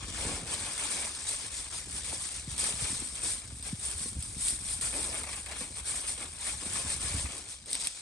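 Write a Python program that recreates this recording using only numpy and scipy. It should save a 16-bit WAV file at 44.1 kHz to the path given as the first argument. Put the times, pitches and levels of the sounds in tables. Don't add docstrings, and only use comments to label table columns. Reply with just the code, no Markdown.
import sys
import numpy as np
from scipy import signal
from scipy.fft import rfft, irfft
from scipy.io import wavfile
from scipy.ndimage import uniform_filter1d

SR = 44100
rng = np.random.default_rng(int(sys.argv[2]) if len(sys.argv) > 2 else 0)


def store_pcm(level_fs):
    pcm = np.round(np.clip(level_fs, -1, 1) * 32767).astype(np.int16)
    wavfile.write(sys.argv[1], SR, np.atleast_2d(pcm).T)


N = 353625

# t/s, level/dB
SHAKE = [(0, -46), (.3, -44.5), (.8, -55), (1.65, -52.5), (1.95, -49.5), (2.28, -53.5), (2.55, -49),
         (3.8, -51), (4.2, -48.5), (4.6, -47), (5.6, -52), (6.4, -51.5), (7.0, -45.5), (7.24, -44),
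         (7.32, -55.5), (7.75, -58), (8.02, -65)]
# f/Hz, level/dB
RUMBLE_TONE = [(15, -34), (30, -20), (45, -0.5), (64, 2.5), (85, -3), (120, -7.5), (170, -18), (300, -25.5),
               (800, -52.5)]
# f/Hz, level per Hz/dB
CONTACT_TONE = [(40, -18.5), (95, 1.5), (160, -2), (250, -4.5), (340, -12.5), (600, -30)]
# t/s, level/dB, hardness (knock against thud)/dB, scaled into a tilt of the modes
BUMPS = [(0.078, -37, -5), (0.252, -29, -5), (0.29, -30, 8.5), (0.337, -32, -21), (0.607, -36, -13),
         (2.517, -32, -27), (2.899, -36, -13), (3.125, -33, -25), (3.234, -38.5, 2), (3.522, -34.5, -15),
         (3.597, -34.5, -16), (3.946, -31.5, -38), (4.008, -33.5, -12), (4.058, -34, -1.5),
         (4.122, -33, -10), (4.148, -32, -14), (4.166, -28, -17), (4.186, -26.5, -25.5),
         (4.272, -31.5, -27), (4.367, -27, -18.5), (4.394, -37, -17), (4.535, -46, 7), (5.609, -32.5, 3.5),
         (6.541, -31, -24), (6.625, -39, 4), (6.845, -30, -11), (6.946, -32.5, -18), (7.041, -27.5, -25),
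         (7.105, -25.5, -30), (7.141, -23.5, -16.5), (7.164, -25, -18.5), (7.243, -26, -19)]
# f/Hz, level/dB, time to fade by 60 dB/s
TRAY_MODES = [(70, 8.5, 0.1), (83.5, 0.5, 0.14), (108.6, 2, 0.12), (169, 1, 0.075), (220, -5.5, 0.12),
              (276.5, -7.5, 0.1), (355, -6, 0.024), (480, -18, 0.08), (744, -32, 0.024),
              (1080, -33.5, 0.15)]
# t/s, level/dB, starting pitch above the final pitch f/Hz
FLOPS = [(0.305, -35, 600), (0.422, -40, 330), (1.868, -44.5, 600), (1.896, -46, 400), (2.122, -40.5, 1600),
         (2.473, -38, 250), (2.736, -36, 150), (2.819, -33, 130), (2.925, -39, 330), (3.017, -37.5, 480),
         (3.726, -32, 260), (6.653, -42, 800)]
# start t/s, rise t/s, hold t/s, level/dB
SLIDES = [(0.18, 0.052, 0.17, -46), (2.054, 0.037, 0.014, -54.5), (2.577, 0.067, 0.04, -51.5),
          (3.215, .015, 0.06, -56.5), (4.464, 0.046, .03, -58.5), (4.921, 0.033, 0.042, -42.5),
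          (5.067, 0.033, 0.085, -51), (5.602, 0.028, 0.016, -52.5), (6.603, 0.026, 0.029, -52.5),
          (7.106, 0.034, 0.027, -59), (7.25, 0.045, 0.12, -56), (7.647, 0.026, 0.08, -53.5)]
# f/Hz, level per Hz/dB
RUB_TONE = [(90, -20.5), (190, -2.5), (300, -1.5), (400, -3.5), (520, -2.5), (750, -5.5), (1100, -12.5),
            (2500, -37.5)]
# t/s, level/dB, fade t/s
RUSTLES = [(4.814, -53, 0.014), (4.842, -46, 0.013), (4.925, -41, 0.031), (4.961, -43, 0.026),
           (5.03, -44, 0.0052), (5.08, -40, .012), (5.124, -42, 0.012), (5.235, -37.5, 0.012),
           (5.264, -36.5, 0.015), (5.286, -41, 0.019), (5.328, -39.5, 0.012), (5.46, -38, 0.014),
           (5.512, -37.5, 0.016), (5.607, -38, 0.015), (5.958, -49, .015), (6.076, -42, 0.03),
           (6.462, -38, 0.019), (6.72, -45, 0.024), (6.75, -38.5, 0.026), (6.901, -39, 0.017),
           (7.085, -62, 0.0085), (7.251, -38.5, 0.022)]
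# f/Hz, level per Hz/dB
RUSTLE_TONE = [(300, -11), (700, -6), (1200, -2), (1480, -6), (1750, -0.5), (1950, 1), (2300, -1),
               (2650, 1.5), (2950, -23), (4000, -4.5), (6500, -10.5)]
# t/s, crack level/dB, following small creases against the crack/dB
SNAPS = [(0.54, -11, -4.5), (0.7792, -12, -13), (1.2896, -12, -24), (2.5803, -9.5, -11), (2.6387, -16, -15),
         (3.2186, -15, -14), (3.6262, -16, -6), (3.685, -19, -14), (3.9144, -11.5, -21), (4.2257, -12, -8),
         (4.3849, -21, -17), (4.483, -4.5, -9), (4.689, -19, -2), (4.8115, -10, -7), (5.03, -14, -9),
         (5.2345, -13, -10), (5.33, -16, -8), (5.4615, -16, -7), (5.608, -13, -22), (5.8948, -15, -17),
         (6.0766, -19, -13), (6.7496, -20, -13.5), (6.902, -9, -15), (7.01, -14, -20), (7.289, -17.5, -12),
         (7.3796, -19, -4), (7.5207, -19, -6), (7.6595, -19.5, -8), (7.706, -12, -14), (7.7148, -12, -23),
         (7.7298, -11, -15), (7.7314, -4, -15), (7.746, -9, -24), (7.7532, -3.5, -27), (7.8158, -11, -22),
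         (7.8455, -10, -20), (7.8716, -2, -21), (7.8728, -2.5, -19)]
# f/Hz, level per Hz/dB
SNAP_TONE = [(300, -17.5), (1200, -31), (2300, -11), (3300, -7.5), (5200, -6), (6600, -29), (7700, -33),
             (8100, 9), (9300, -2.5), (10200, -4), (11400, -7.5)]
# f/Hz, level per Hz/dB
FOLD_TONE = [(1500, -33), (2700, -1), (3500, -2), (5500, -14), (7000, -19)]
# f/Hz, level per Hz/dB
FLEX_TONE = [(250, -13), (550, -9.5), (850, -5.5), (1080, -2.5), (1450, -3.5), (1750, -1.5), (1950, -8),
             (2220, -1), (2700, -2.5), (3500, -4), (6000, -30.5)]
# f/Hz, level per Hz/dB
CREASE_TONE = [(600, -22.5), (2500, -13), (2900, -12.5), (3300, -9.5), (4400, -8.5), (5200, -7.5),
               (6400, -10), (7400, -5), (7820, -5.5), (8050, 0.5), (8600, 1), (9500, -1.1), (10050, -3.5),
               (10350, -13), (10650, -8.5), (11400, -46)]
# t/s, sizzle against body/dB, scaled down in use
TAUT = [(0, -6.5), (0.3, -3), (2.65, -2), (3.9, 2.5), (4.85, 2.5), (5.25, 1), (6.25, 1), (8.02, -4.5)]
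# start t/s, rise t/s, hold t/s, fine creasing level/dB, sheet bending level/dB
PRESSES = [(0, 0.0052, 0.072, -51, -49.5), (0.076, 0.11, 0.17, -35.5, -42),
           (0.435, 0.091, 0.022, -34, -41.5), (0.576, 0.017, 0.21, -37.5, -45.5),
           (0.745, 0.084, 0.026, -34, -40), (0.873, 0.037, 0.15, -33, -42), (1.11, 0.04, 0.047, -38.5, -48),
           (1.216, 0.078, 0.029, -32.5, -47), (1.351, 0.057, 0.035, -38, -48.5),
           (1.486, 0.056, 0.084, -37, -51.5), (1.688, 0.049, 0.045, -37, -50),
           (1.861, 0.095, 0.022, -36.5, -52), (2.003, 0.055, 0.31, -36, -52),
           (2.469, 0.038, 0.029, -41, -50.5), (2.56, 0.034, .1, -29.5, -43.5),
           (2.723, 0.12, 0.022, -31, -43.5), (2.872, 0.034, 0.15, -35, -50.5),
           (3.118, 0.036, .03, -41, -50.5), (3.19, 0.05, 0.065, -30.5, -48.5),
           (3.618, 0.03, 0.036, -39, -50.5), (3.776, 0.065, 0.014, -33, -51),
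           (3.866, 0.033, 0.014, -36.5, -49.5), (3.936, 0.062, 0.062, -34.5, -57),
           (4.184, 0.019, 0.21, -41, -79), (4.361, 0.092, 0.045, -28, -70), (4.578, 0.12, 0.04, -32.5, -58),
           (4.805, 0.012, 0.039, -29.5, -43.5), (4.869, 0.09, 0.11, -33, -45.5),
           (5.086, 0.063, 0.028, -35.5, -44), (5.238, 0.075, 0.063, -39.5, -48),
           (5.471, 0.018, 0.04, -44.5, -45.5), (5.551, 0.04, 0.022, -36, -49.5),
           (5.747, 0.014, 0.021, -40, -50.5), (5.827, 0.069, 0.014, -31.5, -46),
           (5.931, 0.021, 0.037, -35, -47.5), (6.026, 0.056, 0.013, -33, -48.5),
           (6.142, 0.062, 0.025, -40, -46), (6.345, 0.13, 0.021, -34, -46), (6.509, 0.13, 0.056, -39, -50),
           (6.677, 0.074, 0.041, -31.5, -43), (6.812, 0.078, 0.035, -33, -45),
           (6.982, 0.041, 0.19, -34, -43.5), (7.267, 0.02, 0.064, -42.5, -49),
           (7.474, 0.018, 0.0095, -44, -70), (7.653, 0.081, 0.02, -37, -55),
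           (7.791, 0.0091, 0.058, -35.5, -52.5), (7.913, 0.057, 0.014, -44, -65.5)]
# f/Hz, likeness 0-1 (capped in use), lead of the left/rad, left minus right/dB
PORTS = [(200, 0.96, 0.09, 0.1), (650, 0.89, 0.07, 1.1), (1100, 0.69, 0.4, 3.9), (1450, 0.06, 0.92, 4.1),
         (2150, 0.8, 0.12, 0.9), (2950, 0.62, 2.72, 2.3), (3700, 0.32, 0.86, 7.2), (4700, 0.39, -0.01, 8.9),
         (6500, 0.5, 0.36, 1.2), (7450, 0.4, 1.62, 3.0), (7950, 0.88, -0.0, 3.5), (8700, 0.89, -0.15, 1.7),
         (9800, 0.64, -1.84, 0.1), (10500, 0.87, -3.02, 0.2)]

HZ = np.fft.rfftfreq(N, 1 / SR)
TIME = np.arange(N) / SR
EDGE_HZ = 11650
SAG_DB_PER_S, RELEASE_S = 10, 0.058
IDLE_CREASE_DB, IDLE_BEND_DB, LET_GO_S, LET_GO_DB = -46, -58, 7.54, -8
CONTACTS_PER_S, CONTACT_DB = 45, -9
FLOP_PEAK_S, FLOP_FALL_S, FLOP_END_HZ = 0.01, 0.009, 72.3
FLOP_ROUGH = 0.6
DRAG_DB = -8.5
SETTLE_DB, SETTLE_S = -13, 0.042
STRAY_PER_S, STRAY_DB, STRAY_SPREAD_DB = 13, 18.5, 4
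FOLD_DB, RUN_FADE_S = -7.5, 0.008


def amp(db):
    return 10 ** (np.asarray(db) / 20)


def unit(x):
    return x / np.sqrt(np.mean(x ** 2) + 1e-20)


def read(table, hz, axis=1):
    table = np.array(table)
    return np.interp(np.log(hz + 1), np.log(table[:, 0] + 1), table[:, axis])


def curve(table, axis):
    table = np.array(table)
    return np.interp(TIME, table[:, 0], table[:, axis])


def add(mix, s, sound):
    part = mix[max(round(s * SR), 0):][:len(sound)]
    part += sound[:len(part)]


def colour(x, tone, size=4096):
    log_gain = np.log(amp(read(tone, np.fft.rfftfreq(size, 1 / SR))))
    circle = np.concatenate([log_gain, log_gain[-2:0:-1]])
    response = np.exp(np.conj(signal.hilbert(circle)))
    taps = np.fft.ifft(response).real[:size // 2]
    taps = taps / np.linalg.norm(taps)
    return signal.oaconvolve(x, taps[None], axes=1)[:, :N]


def wobble(rate_hz):
    noise = rfft(rng.standard_normal(N))
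    return unit(irfft(noise / (1 + (HZ / rate_hz) ** 4), N))


def spread(clicks, near_s, wet_db, t60, count, crisp_db=-20, size=1024):
    t, out = np.arange(2 * size) / SR, np.zeros((2, N))
    spot, frames = rng.integers(0, count, N), N // size + 4
    near = unit(np.exp(-t / near_s)) ** 2
    echo = unit(amp(-60 * t / t60)) ** 2 * amp(wet_db) ** 2
    crisp = unit(np.exp(-t / 0.00008)) ** 2 * amp(crisp_db) ** 2
    fade = near + echo + crisp
    for k in range(count):
        lead = k * size // count
        padded = np.pad(clicks * (spot == k), (lead, frames * size - N - lead))
        pieces = padded.reshape(frames, size)
        rings = rng.standard_normal((2, frames, len(t))) * np.sqrt(fade)
        rings /= np.linalg.norm(rings, axis=2, keepdims=True)
        rung = irfft(rfft(pieces, 3 * size) * rfft(rings, 3 * size))
        parts = np.split(rung, 3, axis=2)
        joined = sum(np.roll(part, late, axis=1) for late, part in enumerate(parts))
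        out += joined.reshape(2, -1)[:, lead:lead + N]
    return out


def buckles(per_s, size_db):
    chance = np.clip(per_s / SR, 1e-5, 1)
    size = amp(size_db * np.minimum(rng.exponential(1, N), 3)) * rng.choice([-1, 1], N)
    return unit(size * (rng.random(N) < chance) / np.sqrt(chance))


def avalanches(per_s, fade_s, steady):
    kicks = (rng.random(N) < per_s / SR) * rng.uniform(0.35, 2.8, N)
    power = signal.lfilter([1], [1, -np.exp(-1 / (fade_s * SR))], kicks)
    return unit(np.sqrt(steady + power / power.mean()))


def stroke(start, rise, hold):
    t = TIME - start
    build = np.clip(t / rise, 0, 1)
    held = amp(-SAG_DB_PER_S * np.clip(t - rise, 0, hold))
    release = np.exp(-np.clip((t - rise - hold) / RELEASE_S, 0, 20))
    return build * held * release


def handling():
    idle = amp(LET_GO_DB * np.clip((TIME - LET_GO_S) / RELEASE_S, 0, 1))
    work = (idle * amp(IDLE_CREASE_DB)) ** 2
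    bend = (idle * amp(IDLE_BEND_DB)) ** 2
    for start, rise, hold, crease_db, bend_db in PRESSES:
        power = stroke(start, rise, hold) ** 2
        work = work + power * amp(crease_db) ** 2
        bend = bend + power * amp(bend_db) ** 2
    return 10 * np.log10(work), 10 * np.log10(bend)


def rumble():
    noise = unit(colour(rng.standard_normal((2, N)), RUMBLE_TONE))
    taps = buckles(per_s=CONTACTS_PER_S, size_db=1.5)[None]
    contacts = colour(taps, CONTACT_TONE) * amp(CONTACT_DB)
    return (noise + contacts) * amp(curve(SHAKE, axis=1))


def bumps():
    t, out = np.arange(SR // 3) / SR, np.zeros(N)
    hz, level, t60 = np.array(TRAY_MODES).T[:, :, None]
    for s, db, hard_db in BUMPS:
        tilt = 0.57 * (hard_db + 15.5) * np.log2(hz / 120)
        weight = amp(level + tilt + 2 * rng.standard_normal(hz.shape))
        weight = weight / np.linalg.norm(weight)
        pitch = hz * rng.uniform(1.0, 1.05, hz.shape)
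        swing = np.sin(2 * np.pi * pitch * t) * rng.choice([-1, 1], hz.shape)
        build = (1 - np.exp(-t * hz / 0.2)) ** 2
        add(out, s, amp(db) * (weight * amp(-60 * t / t60) * build * swing).sum(0))
    return np.array([out, out])


def flops():
    t, out = np.arange(SR // 10) / SR, np.zeros(N)
    swell = (t / FLOP_PEAK_S * np.exp(1 - t / FLOP_PEAK_S)) ** 2
    for s, db, hz in FLOPS:
        pitch = FLOP_END_HZ + hz * np.exp(-t / FLOP_FALL_S)
        turns = np.cumsum(pitch) / SR + rng.random()
        wrinkles = rng.standard_normal((2, 64))
        grain = np.interp(turns, np.arange(wrinkles.shape[1]), wrinkles[0] + 1j * wrinkles[1])
        rough = np.sqrt(1 - FLOP_ROUGH ** 2) + FLOP_ROUGH * grain
        push = rough * np.exp(2j * np.pi * turns)
        add(out, s, amp(db) * swell * push.real)
    return np.array([out, out])


def palms(bend_db):
    drag = amp(bend_db + DRAG_DB) ** 2
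    for start, rise, hold, db in SLIDES:
        drag = drag + (amp(db) * stroke(start, rise, hold)) ** 2
    waver = amp(0.22 * wobble(rate_hz=22))
    rub = buckles(per_s=900, size_db=3.0) * np.sqrt(drag) * waver
    return colour(spread(rub, near_s=0.0012, wet_db=-1.5, t60=0.26, count=2), RUB_TONE)


def rustles():
    t, level = np.arange(SR // 5) / SR, np.zeros(N)
    for s, db, fade_s in RUSTLES:
        flip = np.exp(-(t / fade_s) ** 2)
        settle = amp(SETTLE_DB) * np.exp(-t / SETTLE_S)
        onset = 1 - np.exp(-t / 0.0011)
        add(level, s, amp(db) * onset * np.maximum(flip, settle))
    clicks = level * buckles(per_s=1800, size_db=-0.5)
    return colour(spread(clicks, near_s=0.00085, wet_db=-1.5, t60=0.063, count=3), RUSTLE_TONE)


def snaps(work_db):
    t = np.arange(SR // 6) / SR
    stray_db = work_db + STRAY_DB - STRAY_SPREAD_DB * rng.random(N)
    clicks = (rng.random(N) < STRAY_PER_S / SR) * amp(stray_db)
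    for s, db, run_db in SNAPS:
        hits = rng.choice([-1, 1], len(t)) * (rng.random(len(t)) < 2000 / SR)
        run = amp(run_db) * hits * np.exp(-t / RUN_FADE_S)
        run[0] = 1
        add(clicks, s, amp(db) * run)
    crack = 0.85 * clicks + spread(0.28 * clicks, near_s=0.004, wet_db=-3, t60=0.06, count=2)
    body = spread(clicks * abs(clicks), near_s=0.0012, wet_db=-10, t60=0.05, count=1)
    return colour(crack, SNAP_TONE) + amp(FOLD_DB) * colour(body, FOLD_TONE)


def sheet(surge, bend_db):
    flutter = unit(np.sqrt(surge) * avalanches(per_s=37, fade_s=0.012, steady=2.3))
    clicks = buckles(per_s=1100 * amp(0.8 * (bend_db + 46)), size_db=-0.5)
    clicks = clicks * flutter * amp(bend_db)
    rung = spread(clicks, near_s=0.0046, wet_db=-6.5, t60=0.073, count=3, crisp_db=-6)
    return colour(rung, FLEX_TONE)


def creases(surge, work_db):
    effort_db = work_db + 39
    clicks = buckles(per_s=1700 * amp(0.7 * effort_db), size_db=2) * surge * amp(work_db)
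    rung = spread(clicks, near_s=0.004, wet_db=-1, t60=0.1, count=4, crisp_db=0)
    crackle = colour(rung, CREASE_TONE)
    sizzle = irfft(rfft(crackle) / (1 + (7600 / (HZ + 1)) ** 20), N)
    body = crackle - sizzle
    bright_db = curve(TAUT, axis=1) + 0.22 * effort_db
    return sizzle * amp(0.19 * bright_db) + body * amp(-0.65 * bright_db)


def uneven_colour(x, depth_db, size=256):
    overlap = size * 3 // 4
    z = signal.stft(x, nperseg=size, noverlap=overlap)[2]
    patches = rng.standard_normal(z.shape[:0:-1]).T
    patches = uniform_filter1d(patches, size=3, axis=0)
    patches = unit(uniform_filter1d(patches, size=13, axis=1))
    gain = unit(amp(depth_db * patches))
    return signal.istft(z * gain, nperseg=size, noverlap=overlap)[1][:, :N]


def ports(pair):
    a, b = rfft(pair)
    like = np.clip(read(PORTS, HZ, axis=1), 0, 0.97)
    short_waves = 1 - np.exp(-(HZ / 600) ** 2)
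    lead = short_waves * read(PORTS, HZ, axis=2)
    side = amp(short_waves * read(PORTS, HZ, axis=3) / 2)
    right = (like * a + np.sqrt(1 - like ** 2) * b) * np.exp(-1j * lead)
    both = np.array([a * side, right / side])
    return irfft(both / np.sqrt((side ** 2 + side ** -2) / 2), N)


def scene():
    work_db, bend_db = handling()
    surge = avalanches(per_s=60, fade_s=0.01, steady=6)
    foil = uneven_colour(creases(surge, work_db) + sheet(surge, bend_db), depth_db=1.3)
    wide = rumble() + palms(bend_db) + rustles() + snaps(work_db) + foil
    return ports(wide) + bumps() + flops()


def record(dry):
    taps = signal.firwin(511, EDGE_HZ, window=("kaiser", 9), fs=SR)
    return signal.oaconvolve(dry, taps[None], "same")


dry = scene()
out = record(dry)
store_pcm(out)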